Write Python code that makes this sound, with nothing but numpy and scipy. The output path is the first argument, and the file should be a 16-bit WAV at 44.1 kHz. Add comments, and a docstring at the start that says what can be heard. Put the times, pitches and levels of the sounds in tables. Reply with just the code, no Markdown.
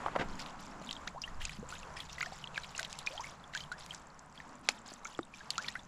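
"""At the shallow edge of a lake, a small fish flaps in a landing net, heard in mono by a body-worn camera.
Each flap throws a fizz of spray, drops tick on the surface, trapped bubbles ring and glide,
and air pockets gurgle upward. At first the gear knocks and cloth rubs;
wind puffs on the microphone over a distant steady rush."""
import sys
import numpy as np
from scipy import signal
from scipy.fft import rfft, irfft
from scipy.io import wavfile
from scipy.ndimage import uniform_filter1d

SR = 44100
rng = np.random.default_rng(int(sys.argv[2]) if len(sys.argv) > 2 else 0)


def digitize_waveform(pressure):
    """Quantize a signal to 16-bit integers and store it at the path in sys.argv[1].

    Rows of a 2-D input are taken as channels; values are limited to [-1, 1].
    """
    field = np.atleast_2d(pressure).T
    bounded = np.clip(field, -1, 1)
    quanta = np.round(bounded * 32767).astype(np.int16)
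    wavfile.write(sys.argv[1], SR, quanta)


N = 258939


def undb(db):
    """Decibels to gain."""
    return 10 ** (np.asarray(db, float) / 20)


def unit(x):
    """Scale to rms 1."""
    return x / np.sqrt(np.mean(x ** 2))


def fader(rows, column=1):
    """Gain over time from one level column of (time [s], level [dB], ...) rows."""
    columns = np.transpose(rows)
    return undb(np.interp(np.arange(N) / SR, columns[0], columns[column]))


def colour(x, tone):
    """Minimum-phase EQ through (frequency [Hz], gain [dB]) points."""
    hz, db = np.transpose(tone)
    log_hz = np.log(np.maximum(np.arange(2049) * SR / 4096, 1))
    cepstrum = irfft(np.log(undb(np.interp(log_hz, np.log(hz), db))))
    cepstrum[1:2048] *= 2  # folding makes the filter causal
    cepstrum[2049:] = 0
    return signal.fftconvolve(x, irfft(np.exp(rfft(cepstrum))))[:len(x)]


def walk(rate_hz):
    """Modulator that slides between random values; spread near 1."""
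    step = int(SR / rate_hz)
    return uniform_filter1d(np.repeat(rng.standard_normal(N // step + 1), step), step)[:N]


def add(out, s, sound):
    """Mix a short sound in at time s."""
    i = int(s * SR)
    out[i:i + len(sound)] += sound[:len(out) - i]


def impact(hz, ms, width, tail_db=-20, wide_db=-19):
    """One hit: a noise spurt in a resonance, a weak wideband snap and a faint tail; peak 1."""
    t_ms = np.arange(2048) * 1000 / SR
    decay = np.exp(-1.2 * t_ms / ms) + undb(tail_db) * np.exp(-t_ms / 7)
    spurt = decay * (1 - np.exp(-t_ms / .4)) * rng.standard_normal(len(t_ms))
    spurt[8] += 4.5  # first contact is one sharp push
    band_hz = np.clip([hz / (1 + width), hz * (1 + width)], 30, SR / 2.2)
    body = signal.lfilter(*signal.butter(2, band_hz, "bandpass", fs=SR), spurt)
    hit = body + undb(wide_db) * np.diff(spurt, prepend=0)
    return hit / np.abs(hit).max()


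def ring(hz, ms, glide, attack_ms=0.13):
    """One rising bubble: a fading sine that bends by `glide` octaves per ring time `ms`."""
    age = np.arange(int(3 * ms * SR / 1000) + 8) * 1000 / SR / ms  # in ring times
    wobble = np.interp(age * ms / 2.5, np.arange(128), rng.standard_normal(128))
    steep = max(glide - .45, 0)  # a steep climber holds its level, then pops
    climb_oct = glide * np.minimum(age, 2.2 - 2 * steep)  # ends at the surface
    pitch_hz = np.minimum(hz * 2 ** climb_oct * (1 + .04 * wobble), SR / 3)
    envelope = np.exp(-1.4 * age ** (1 + 13 * steep)) * (1 - np.exp(-age * ms / attack_ms))
    flutter = 1 + min(.15 + ms / 90, .7) * wobble[::-1]  # long rings break up
    return np.sin(2 * np.pi * np.cumsum(pitch_hz) / SR) * envelope * flutter


def droplets(n, centre_hz, per_s, spread_oct, scatter_db=15):
    """A fizz of tiny bubbles, each a few cycles long; the lower-pitched ones are fainter."""
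    fizz = np.zeros(n)
    count = int(n * per_s / SR)
    for (when, length, size), pitch in zip(rng.random((count, 3)), rng.standard_normal(count)):
        hz = min(centre_hz * 2 ** (spread_oct * pitch), 14000)
        cycles = np.arange(int(4 * (3.3 + 6 * length) * SR / hz)) * hz / SR
        envelope = np.exp(-1.4 * cycles / (4.3 + 6 * length)) * (1 - np.exp(-cycles / 0.32))
        gain = undb(scatter_db * size ** 2 + 3 * pitch)
        add(fizz, when * n / SR, gain * envelope * np.sin(2 * np.pi * cycles))
    return unit(fizz)


def distant_rush():
    """The bed: a far, gently wavering wash of noise over a low drone and a murmur just above it."""
    # fader of the wash: (time [s], level [dB])
    wash_levels = [(0, -49), (.5, -52.5), (1.5, -56.5), (3.5, -56.5), (4.3, -57.5), (5.87, -59.5)]
    # spectrum of the wash: (frequency [Hz], relative level [dB])
    wash_tone = [(230, -15.5), (340, -11), (550, -5.5), (750, -2), (1000, 1), (1400, -3.5), (2200, -14),
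                 (4000, -23.5), (7500, -23), (15000, -36)]
    # faders of the low end: (time [s], drone level [dB], murmur level [dB])
    low_levels = [(0, -55, -65), (.28, -65, -50), (.5, -65, -62), (.8, -65, -54.5), (1.15, -59.5, -66.5),
                  (2.5, -61, -71), (3.8, -63.5, -71), (4.3, -66.5, -70), (4.7, -67, -60),
                  (5.05, -69, -68.5), (5.87, -61.5, -66.5)]
    # spectrum of the drone: (frequency [Hz], relative level [dB])
    drone_tone = [(35, -16), (75, -10), (112, -21.5), (135, -9), (145, -4), (156, -10), (200, -13.5),
                  (300, -39)]
    wash = unit(colour(rng.standard_normal(N), wash_tone)) * undb(2.2 * walk(12))
    drone = unit(colour(rng.standard_normal(N), drone_tone)) * undb(1.5 * walk(7))
    murmur_band = signal.butter(2, [165, 280], "bandpass", fs=SR, output="sos")
    murmur = unit(signal.sosfilt(murmur_band, rng.standard_normal(N)))
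    return wash * fader(wash_levels) + drone * fader(low_levels) + murmur * fader(low_levels, column=2)


def wind():
    """Turbulence at the microphone port: deep gusts over a breeze that dies down."""
    # gusts on the microphone: (peak time [s], level [dB])
    puffs = [(.29, -48.5), (1.4, -42.5), (1.8, -61), (3.1, -62)]
    rumble_tone = [(8, -1.5), (22, 1), (45, -13.5), (100, -18), (300, -54), (2000, -109)]
    rumble = unit(colour(rng.standard_normal(N), rumble_tone) * undb(0.98 * walk(9)))
    t = np.arange(N) / SR
    gusts = sum(undb(db) * np.exp(-((t - s) / 0.073) ** 2) for s, db in puffs)
    breeze = undb(-60.5 - 2 * t)
    return rumble * (gusts + breeze)


def cloth_rub():
    """Grainy friction of cloth: one quick stroke over a quiet rustle that soon fades."""
    grain = rng.standard_normal(N) * undb(2.1 * walk(251.7))
    rub = unit(colour(grain, [(100, 3.5), (700, 4.5), (2100, 0.0), (3500, -10.5), (9000, -28.5)]))
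    t = np.arange(N) / SR
    corners_s = np.cumsum([0.1783, 0.018, 0.023, 0.028])  # start, rise, hold, fall
    stroke = undb(-36.5) * np.interp(t, corners_s, [0, 1, 1, 0]) ** 2
    rustle = undb(-53) * np.clip(2 - 2 * t / 0.38, 0, 1)
    return rub * (stroke + rustle)


def knocks():
    """Dull impacts: gear knocks on the camera mount, the fish thumps the water."""
    # knocks and thumps: (time [s], peak [dB], centre [Hz], length [ms])
    hits = [(0.0609, -21, 836, 5.1), (0.073, -34, 794, 3.9), (.083, -27.5, 870, 3.4),
            (.153, -28.5, 910, 12), (.161, -19, 760, 3.8), (.169, -33.5, 780, 5.6), (4.689, -38, 544, 1.1),
            (4.918, -40, 434, 1.4), (5.1905, -27, 615, 1.83)]
    out = np.zeros(N)
    for s, db, hz, ms in hits:
        add(out, s, undb(db) * impact(hz, ms, width=0.51, tail_db=-24, wide_db=-44))
    return out


def spray():
    """Showers of droplets over a thin hiss; between them the wet mesh keeps up a faint high patter."""
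    # one shower per flap or lift of the net: (time [s], length [ms], level [dB])
    showers = [(.27, 190, -60), (.386, 50, -48.5), (.453, 73, -57.5), (.585, 107, -55.5), (.7, 90, -66.5),
               (.809, 188, -57.5), (1.066, 34, -58), (1.208, 99, -60), (1.399, 102, -49.5),
               (1.504, 89, -55.5), (1.679, 151, -52), (1.959, 99, -50.5), (2.084, 110, -55.5),
               (2.175, 124, -51.5), (2.311, 140, -55.5), (2.53, 185, -55.5), (2.68, 100, -59.5),
               (2.746, 150, -51.5), (2.891, 97, -55), (2.982, 53, -54), (3.05, 203, -54),
               (3.227, 108, -53.5), (3.526, 118, -51.5), (3.715, 24, -54), (3.772, 110, -55),
               (3.885, 117, -55.5), (4.339, 116, -64), (4.629, 125, -60.5), (4.691, 34, -48.5),
               (4.731, 78, -61), (4.85, 123, -55), (5.042, 170, -60.5), (5.319, 200, -61),
               (5.501, 136, -56), (5.61, 130, -51), (5.749, 77, -61.5)]
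    out = undb(-71.5) * droplets(N, centre_hz=5920, per_s=80, spread_oct=0.46)
    out += undb(-80) * droplets(N, centre_hz=11200, per_s=210, spread_oct=0.26)
    spray_hz = 4060
    hiss_band = signal.butter(1, [spray_hz / 4.5, spray_hz * 1.07], "bandpass", fs=SR)
    for s, ms, db in showers:
        age = np.arange(0, 1.5, 1000 / ms / SR)  # in shower lengths
        n = len(age)
        hiss = signal.lfilter(*hiss_band, rng.standard_normal(n))
        mist = np.diff(rng.standard_normal(n + 2), 2) * undb(9 * walk(153)[:n])  # finest spray, all treble
        fizz = droplets(n, spray_hz, per_s=800, spread_oct=0.81)
        swell = np.minimum(age / 0.1, 1) * np.exp(-1.2 * age ** 3)
        add(out, s, undb(db) * swell * (fizz + undb(-5.5) * unit(hiss) + undb(-2.0) * unit(mist)))
    return out


def drop_ticks():
    """Water strikes the surface with a tick and a faint splatter; the briefer, the wider its band."""
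    # drops and slaps: (time [s], peak [dB], centre [Hz], length [ms])
    ticks = [(.4017, -31, 4330, 1.8), (0.4224, -37.5, 4000, 3.1), (.461, -35.5, 3200, 1.7),
             (.9098, -25.5, 3450, 3.1), (0.9283, -26.5, 4620, 1.4), (1.0758, -28.5, 4320, 2.2),
             (1.2176, -29, 5350, 5.8), (1.415, -33.5, 3030, 5.7), (1.4524, -21, 5650, 1.7),
             (1.4944, -29.5, 2450, 3.3), (2.0028, -29.5, 3550, 5.6), (2.129, -34, 5400, 3.3),
             (2.207, -27.5, 3660, 2.3), (2.2272, -30.5, 2490, 4), (2.2577, -37.5, 5440, 5.7),
             (2.577, -26.5, 3250, 1.8), (2.6424, -34.5, 3000, 3.9), (2.7792, -23, 7200, 2.4),
             (2.796, -18, 4250, 0.38), (2.8298, -24, 3760, 1.2), (2.848, -26.5, 3000, 3.3),
             (2.9285, -24.5, 5200, .9), (2.991, -35, 3570, 4.4), (2.989, -22, 7500, 1.1),
             (3.064, -28, 4550, 3), (3.206, -35.5, 5670, 6.1), (3.55, -23.5, 3500, .7),
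             (3.5746, -27.5, 3800, 1), (3.6045, -36.5, 4300, 2.9), (3.722, -31, 6350, 0.83),
             (3.863, -28.5, 5350, .45), (3.9469, -31, 6160, 2.5), (4.192, -40, 6450, 2.4),
             (4.6884, -6.5, 2640, 0.85), (4.6903, -11.5, 7200, 1.4), (4.6913, -17, 5040, 0.73),
             (4.937, -34.5, 7300, 2.7), (5.047, -36.5, 6600, 8), (5.048, -40, 13000, 1.1),
             (5.069, -38, 6360, 5.3), (5.5043, -21, 4080, 2.95), (5.505, -16.5, 9900, 1.3),
             (5.5803, -18.5, 4730, 1.54), (5.6189, -35, 5600, .9), (5.636, -38, 5000, 1.5),
             (5.684, -23, 3750, 2.7)]
    out = np.zeros(N)
    for s, db, hz, ms in ticks:
        add(out, s, undb(db) * impact(hz, ms, width=0.79 / ms))
    return out


def bubbles():
    """Trapped air pinches off with a click and rings; long rings bend up, brief ones sag a little."""
    # bubbles under the surface: (time [s], start pitch [Hz], level [dB], ring time [ms])
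    plinks = [(.815, 655, -39.5, 6), (0.8723, 3650, -42, 6.6), (.891, 3270, -33, 4.6),
              (.9097, 4000, -38, 2), (0.93, 3800, -38, 3.2), (.953, 3780, -42, 3.8),
              (.9657, 3270, -38.5, 5), (1.2379, 2850, -30, 8.8), (1.277, 1920, -38.5, 5.8),
              (1.452, 2550, -35, 7), (1.587, 191, -41.5, 23), (1.628, 463, -41.5, 14),
              (1.7246, 1340, -37.5, 13), (1.831, 2650, -40, 3.7), (1.968, 1930, -38, 3.2),
              (1.9729, 2540, -38.5, 4), (2.0962, 3650, -41, 3.5), (2.183, 1940, -35, 6.2),
              (2.227, 1360, -34, 10), (2.2287, 2120, -26.5, 4.8), (2.26, 1790, -36.5, 7.5),
              (2.268, 680, -41.5, 10.7), (2.322, 730, -39, 13), (2.441, 2740, -30, 3.5),
              (2.4738, 3300, -35.5, 2.8), (2.545, 2800, -39, 3.3), (2.559, 2400, -39, 7.8),
              (2.5698, 2310, -36, 8.4), (2.5782, 1646, -24.5, 4.7), (2.635, 4120, -31.5, 2.5),
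              (2.7497, 2730, -36.5, 5.7), (2.7923, 1475, -30, 7.2), (2.7948, 1890, -31.5, 5.6),
              (2.803, 628, -44.5, 25), (3.072, 2390, -23, 7), (3.1777, 3120, -35, 6.9),
              (3.196, 924, -33.5, 17), (3.2423, 2040, -39.5, 11), (3.2688, 2250, -40.5, 6.4),
              (3.44, 3330, -44.5, 5.1), (3.537, 2010, -37, 4), (3.55, 1500, -28.5, 14.2),
              (3.5764, 3440, -32, 2.6), (3.607, 2950, -36, 7.3), (3.638, 3270, -39.5, 4),
              (3.7168, 1380, -35, 21.3), (3.9082, 3140, -35.5, 6.4), (3.939, 1750, -34.5, 1.7),
              (4.3769, 3190, -41.5, 4.8), (4.402, 1960, -35.5, 3.1), (4.6894, 860, -28.5, 4.8),
              (5.0525, 2240, -37, 6.1), (5.054, 1340, -36.5, 10.5), (5.149, 3400, -39, 3.2),
              (5.1905, 1305, -24.5, 2.2), (5.192, 306, -31.5, 11), (5.2305, 3780, -44, 4.1),
              (5.339, 2340, -40, 5.7), (5.407, 1640, -41.5, 9.3), (5.556, 2940, -36.5, 2.1),
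              (5.581, 1310, -29.5, 16.2), (5.645, 2390, -35, 6.1), (5.6812, 3570, -31.5, 4.4),
              (5.6847, 1830, -31.5, 5.7), (5.7535, 1374, -36.5, 15.7), (5.755, 1980, -31, 5.7),
              (5.793, 3560, -44, 5)]
    steady_ms, click_db = 5.5, -13.5
    out = np.zeros(N)
    for s, hz, db, ms in plinks:
        add(out, s, undb(db) * ring(hz, ms, glide=min(0.023 * (ms - steady_ms), .22)))
        add(out, s, undb(db + click_db) * impact(hz=4840, ms=0.9, width=1.04))
    return out


def gurgles():
    """Air pockets climb to the surface, sweep up about an octave and pop."""
    # air pockets: (time [s], start pitch [Hz], level [dB], ring time [ms])
    pockets = [(1.073, 1280, -38.5, 12.6), (1.148, 611, -45.5, 44), (1.409, 1520, -46, 14.6),
               (2.2078, 1300, -29.5, 8.8), (3.105, 489, -52.5, 96)]
    out = np.zeros(N)
    for s, hz, db, ms in pockets:
        add(out, s, undb(db) * ring(hz, ms, glide=0.96))
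    return out


def scene():
    """Water up front, gear and air around it, all at one microphone."""
    water = drop_ticks() + bubbles() + gurgles() + spray()
    mono = water + knocks() + cloth_rub() + wind() + distant_rush()
    return np.array([mono, mono])


def record(dry):
    """The port colours the treble and the top is cut steeply; both sides carry the one microphone."""
    # response of the microphone behind its port: (frequency [Hz], gain [dB])
    port_tone = [(20, 5), (6300, 0.5), (7300, 2.5), (8000, -1.5), (8700, -11.5), (9700, -4), (12000, -17),
                 (14500, -17), (16500, -73)]
    high_cut = signal.ellip(8, .2, 70, 16300, fs=SR, output="sos")
    heard = signal.sosfilt(high_cut, colour(dry[0], port_tone))
    return np.array([heard, heard])


dry = scene()
out = record(dry)
digitize_waveform(out)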